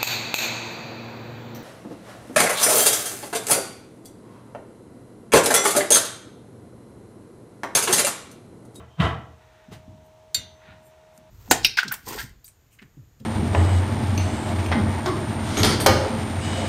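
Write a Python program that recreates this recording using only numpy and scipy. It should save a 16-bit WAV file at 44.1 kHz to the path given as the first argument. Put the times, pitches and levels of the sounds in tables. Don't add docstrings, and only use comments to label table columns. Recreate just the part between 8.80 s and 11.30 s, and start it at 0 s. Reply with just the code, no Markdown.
import sys
import numpy as np
from scipy import signal
from scipy.fft import rfft, irfft, next_fast_len
from scipy.io import wavfile

SR = 44100
rng = np.random.default_rng(int(sys.argv[2]) if len(sys.argv) > 2 else 0)


def store_pcm(level_fs):
    pcm = np.round(np.clip(level_fs, -1, 1) * 32767).astype(np.int16)
    wavfile.write(sys.argv[1], SR, np.atleast_2d(pcm).T)


N = 110250
T = np.arange(N) / SR

# (time [s], gain [dB])
THUDS = [(-.2, -4), (.2, 1)]
# (frequency [Hz], level [dB], t60 [s])
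BOOM_MODES = [(78.4, -26, 0.81), (122.3, -23.5, 0.69), (155.7, -19.5, 0.36)]
# (frequency [Hz], relative level [dB])
BOOM_SPECTRUM = [(28, -43), (55, -10.5), (80, 3.5), (160, -1.5), (330, -14.5), (600, -59.5)]
# (frequency [Hz], width [Hz], relative level [dB])
BODY_PEAKS = [(330, 50, -8), (455, 26, -1), (665, 40, 1), (775, 24, -3), (856, 24, -4), (1010, 42, 0),
              (1125, 45, -1), (1315, 75, 0), (1640, 150, -8), (1965, 70, -4), (2480, 100, -13),
              (3040, 160, -8), (3650, 140, -16)]
# (frequency [Hz], relative level [dB])
BODY_DRIVE = [(100, -26), (280, -2.5), (3700, -4), (10000, -8.5), (15000, -28)]
# (frequency [Hz], t60 [s])
BODY_T60 = [(300, 0.63), (1300, 0.47), (3200, 0.41), (8000, 0.32)]
# (frequency [Hz], relative level [dB])
SLAP_SPECTRUM = [(300, -24), (1500, 2), (3200, 2.5), (3900, -6), (4700, -19.5), (14000, -37)]
# (frequency [Hz], relative level [dB])
AIR_SPECTRUM = [(25, -27), (55, -2.5), (90, -1.5), (150, -7), (270, -18), (365, -10.5), (540, -15.5),
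                (900, -12.5), (1400, -21), (3800, -25), (4700, -30), (6200, -27), (10000, -37),
                (15000, -39.5)]
# (time [s], gain [dB])
AIR_GAIN_RECOVERY = [(0, -1), (.55, 0), (1.0, 0)]
# (multiple of its speed [1], level [dB])
MOTOR_HARMONICS = [(8, -55.5), (9, -68), (11, -70), (12, -70)]
# (time [s], gain [dB])
WHINE_GAIN_RECOVERY = [(0, -17), (.5, -7.5), (1.0, 0)]
# (frequency [Hz], width [Hz], relative level [dB])
SQUEAK_PEAKS = [(3120, 77, 0)]
# (time [s], level [dB])
RATTLES = [(0.2196, -27), (0.2337, -22.5), (.252, -26), (.266, -27)]
# (time [s], width [s], level [dB])
SCRAPES = [(0.628, 0.018, -65.5), (.8, 0.15, -61.5), (1.89, 0.053, -53), (2.2, 0.26, -66.5)]
# (frequency [Hz], width [Hz], relative level [dB])
SCRAPE_PEAKS = [(890, 230, -0.5), (1420, 170, 1.5), (1854, 170, 0.5), (2460, 570, -5.5), (3700, 700, -9)]
# (time [s], pitch [Hz], level [dB], room boom level [dB])
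BUMPS = [(0.889, 198, -37.5, -45.5), (0.921, 410, -35.5, -53), (0.93, 181, -34, -51.5),
         (1.082, 227, -37.5, -42.5), (1.56, 147, -47, -43.5), (1.89, 176, -42.5, -49.5),
         (2.387, 206, -44.5, -54)]
# (frequency [Hz], relative level [dB])
BRUSH_SPECTRUM = [(200, -2), (450, -2.5), (1600, -5), (3000, -7.5), (15000, -26)]
# (time [s], width [s], level [dB], tilt [dB/octave])
RUBS = [(1.263, 0.016, -70, 10), (2.068, 0.027, -64, 1), (2.365, 0.021, -67, 5)]
# (frequency [Hz], level [dB], t60 [s])
FITTING_MODES = [(2153, -41, .27), (2560, -39, .16), (2813, -42, .28), (3642, -32, .35),
                 (3752, -22.5, .115), (3725, -44, .47), (4226, -38, .11), (4446, -16, .09),
                 (4680, -20, .086), (5798, -35, .21), (6131, -47, .66), (7217, -21, .12), (7374, -28, .13),
                 (7472, -21, .07), (8400, -40, .17), (8995, -37, .125), (9609, -38, .11),
                 (12730, -28, .065), (13950, -32, .1)]
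# (delay [s], level [dB])
CONTACTS = [(0, -23.5), (.0033, -27)]
# (frequency [Hz], relative level [dB])
SNAP_SPECTRUM = [(900, -29), (1650, -1), (5800, 4.5), (14000, -7)]
# (frequency [Hz], relative level [dB])
CRACK_SPECTRUM = [(700, -25.5), (1700, -12), (3200, -10), (4500, 1), (5200, -8), (7400, -0.5), (8050, -26),
                  (8600, -5), (9900, -6), (10500, -28), (11300, -13), (15000, -16)]
# (frequency [Hz], t60 [s])
ROOM_T60 = [(1000, 0.49), (4000, 0.43), (8000, .28), (14000, 0.24)]
# (frequency [Hz], gain [dB])
ROOM_COLOUR = [(1000, 12), (1900, -0.5), (2700, 4.5), (4300, -1), (5100, -6), (14000, -5.5)]
# (frequency [Hz], relative level [dB])
TICK_SPECTRUM = [(2000, -13), (5000, -8), (9200, 2.5), (15000, -18)]


def amp(db):
    return 10 ** (np.asarray(db) / 20)


def unit(x):
    return x / np.sqrt(np.mean(x ** 2) + 1e-20)


def along(points, hz):
    freqs, values = np.transpose(points)
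    return np.interp(np.log(hz + 1), np.log(freqs + 1), values)


def filtered(x, response):
    size = next_fast_len(N + 8192)
    return irfft(rfft(x, size) * response(np.fft.rfftfreq(size, 1 / SR)), size)[:N]


def noise(spectrum):
    return unit(filtered(rng.standard_normal(N), lambda hz: amp(along(spectrum, hz))))


def resonate(x, peaks):
    def response(f):
        bands = (amp(db) * f * width / (hz * hz - f * f + 1j * f * width) for hz, width, db in peaks)
        return np.sqrt(sum(np.abs(band) ** 2 for band in bands))
    return unit(filtered(x, response))


def envelope(s, rise, t60, hold=0):
    return np.clip((T - s) / rise, 0, 1) * amp(-60 * np.maximum(T - s - hold, 0) / t60)


def swell(s, width):
    return np.exp(-.5 * ((T - s) / width) ** 2)


def dying(x, s, t60s):
    hz, t, spectra = signal.stft(x, SR, nperseg=256)
    decay = amp(-60 * np.maximum(t - s, 0) / along(t60s, hz)[:, None])
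    return signal.istft(spectra * decay, SR)[1][:N]


def ring(s, modes, rise):
    return sum(amp(db) * envelope(s, rise, t60) * np.sin(2 * np.pi * (hz * (T - s) + rng.random()))
               for hz, db, t60 in modes)


def thuds(push_hz=156):
    out = np.zeros(N)
    for s, db in THUDS:
        t = T - s - .0058
        push_shape = np.exp(-np.abs(t) / np.where(t < 0, .0056, .0041))
        push = amp(-6) * push_shape * np.sin(-2 * np.pi * push_hz * t)
        boom = ring(s, BOOM_MODES, rise=.023)
        boom += amp(-21.5) * noise(BOOM_SPECTRUM) * envelope(s, rise=.0083, t60=.57)
        body = dying(resonate(noise(BODY_DRIVE), BODY_PEAKS), s + .05, BODY_T60)
        body_onset = .5 + .5 * np.tanh((T - s - .004) / .015)
        slap = amp(-25.5) * noise(SLAP_SPECTRUM) * envelope(s, rise=.0018, t60=.13)
        out += amp(db) * (push + boom + amp(-24.5) * body * body_onset + slap)
    return out


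def room_tone():
    return amp(-58 + np.interp(T, *np.transpose(AIR_GAIN_RECOVERY))) * noise(AIR_SPECTRUM)


def motor(speed_hz=78.68):
    whine = sum(amp(db) * np.sqrt(2) * np.sin(2 * np.pi * (k * speed_hz * T + rng.random()))
                for k, db in MOTOR_HARMONICS)
    return amp(np.interp(T, *np.transpose(WHINE_GAIN_RECOVERY))) * whine


def squeak():
    return amp(-63.5) * resonate(rng.standard_normal(N), SQUEAK_PEAKS) * swell(.14, width=.031)


def rattle():
    return sum(amp(db) * resonate(noise(BODY_DRIVE), BODY_PEAKS) * envelope(s, rise=.001, t60=.044)
               for s, db in RATTLES)


def slips(per_second=2000):
    slipping = rng.random(N) < per_second / SR
    return unit(slipping * rng.choice([-1, 1], N) * (.5 + rng.random(N)))


def scrapes(cutoff_hz=4130):
    rasp = filtered(slips(), lambda hz: 1 / np.hypot(1, (hz / cutoff_hz) ** 4))
    strokes = sum(amp(db) * swell(s, width) for s, width, db in SCRAPES)
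    return resonate(rasp, SCRAPE_PEAKS) * strokes


def bumps(width_cycles=.6):
    out = np.zeros(N)
    for s, hz, db, boom_db in BUMPS:
        out += amp(db) * swell(s, width_cycles / hz) * np.cos(2 * np.pi * hz * (T - s))
        out += amp(boom_db) * noise(BOOM_SPECTRUM) * envelope(s, rise=.01, hold=.016, t60=.63)
    return out


def brush():
    return amp(-44.5) * noise(BRUSH_SPECTRUM) * envelope(.909, rise=.02, hold=.03, t60=.2)


def rubs(above_hz=7400, damped_width_hz=130):
    out = np.zeros(N)
    for s, width, db, tilt in RUBS:
        peaks = [(hz, damped_width_hz, tilt * np.log2(hz / above_hz))
                 for hz, _, _ in FITTING_MODES if hz > above_hz]
        friction = rng.standard_normal(N) + .5 * slips()
        out += amp(db) * swell(s, width) * resonate(friction, peaks)
    return out


def clank(s=1.5454):
    contacts = sum(amp(db) * envelope(s + delay, rise=.0001, t60=.01) for delay, db in CONTACTS)
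    snap = noise(SNAP_SPECTRUM) * contacts
    crack = amp(-25.5) * noise(CRACK_SPECTRUM) * envelope(s, rise=.0001, hold=.0043, t60=.04)
    minor_hz = 1400 + 125 * (np.arange(110) + rng.random(110))
    minor_modes = [(hz, -44.5 + along(CRACK_SPECTRUM, hz), .078) for hz in minor_hz]
    clatter = crack + ring(s, minor_modes, rise=.0002)
    return snap + ring(s, FITTING_MODES, rise=.00089) + clatter + reverberation(clatter)


def reverberation(direct):
    tail = dying(rng.standard_normal(N), 0, ROOM_T60)
    reflected = signal.fftconvolve(direct, tail / np.linalg.norm(tail))[:N]
    return amp(-3.5) * filtered(reflected, lambda hz: amp(along(ROOM_COLOUR, hz)))


def tick():
    return amp(-43) * noise(TICK_SPECTRUM) * envelope(2.377, rise=.00039, t60=.015)


def scene():
    basement = thuds() + room_tone() + motor() + squeak() + rattle()
    pipework = scrapes() + bumps() + brush() + rubs() + clank() + tick()
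    return (basement + pipework)[None]


def record(dry):
    limit_hz = 15400
    return filtered(dry[0], lambda hz: hz < limit_hz)[None]


dry = scene()
out = record(dry)
store_pcm(out)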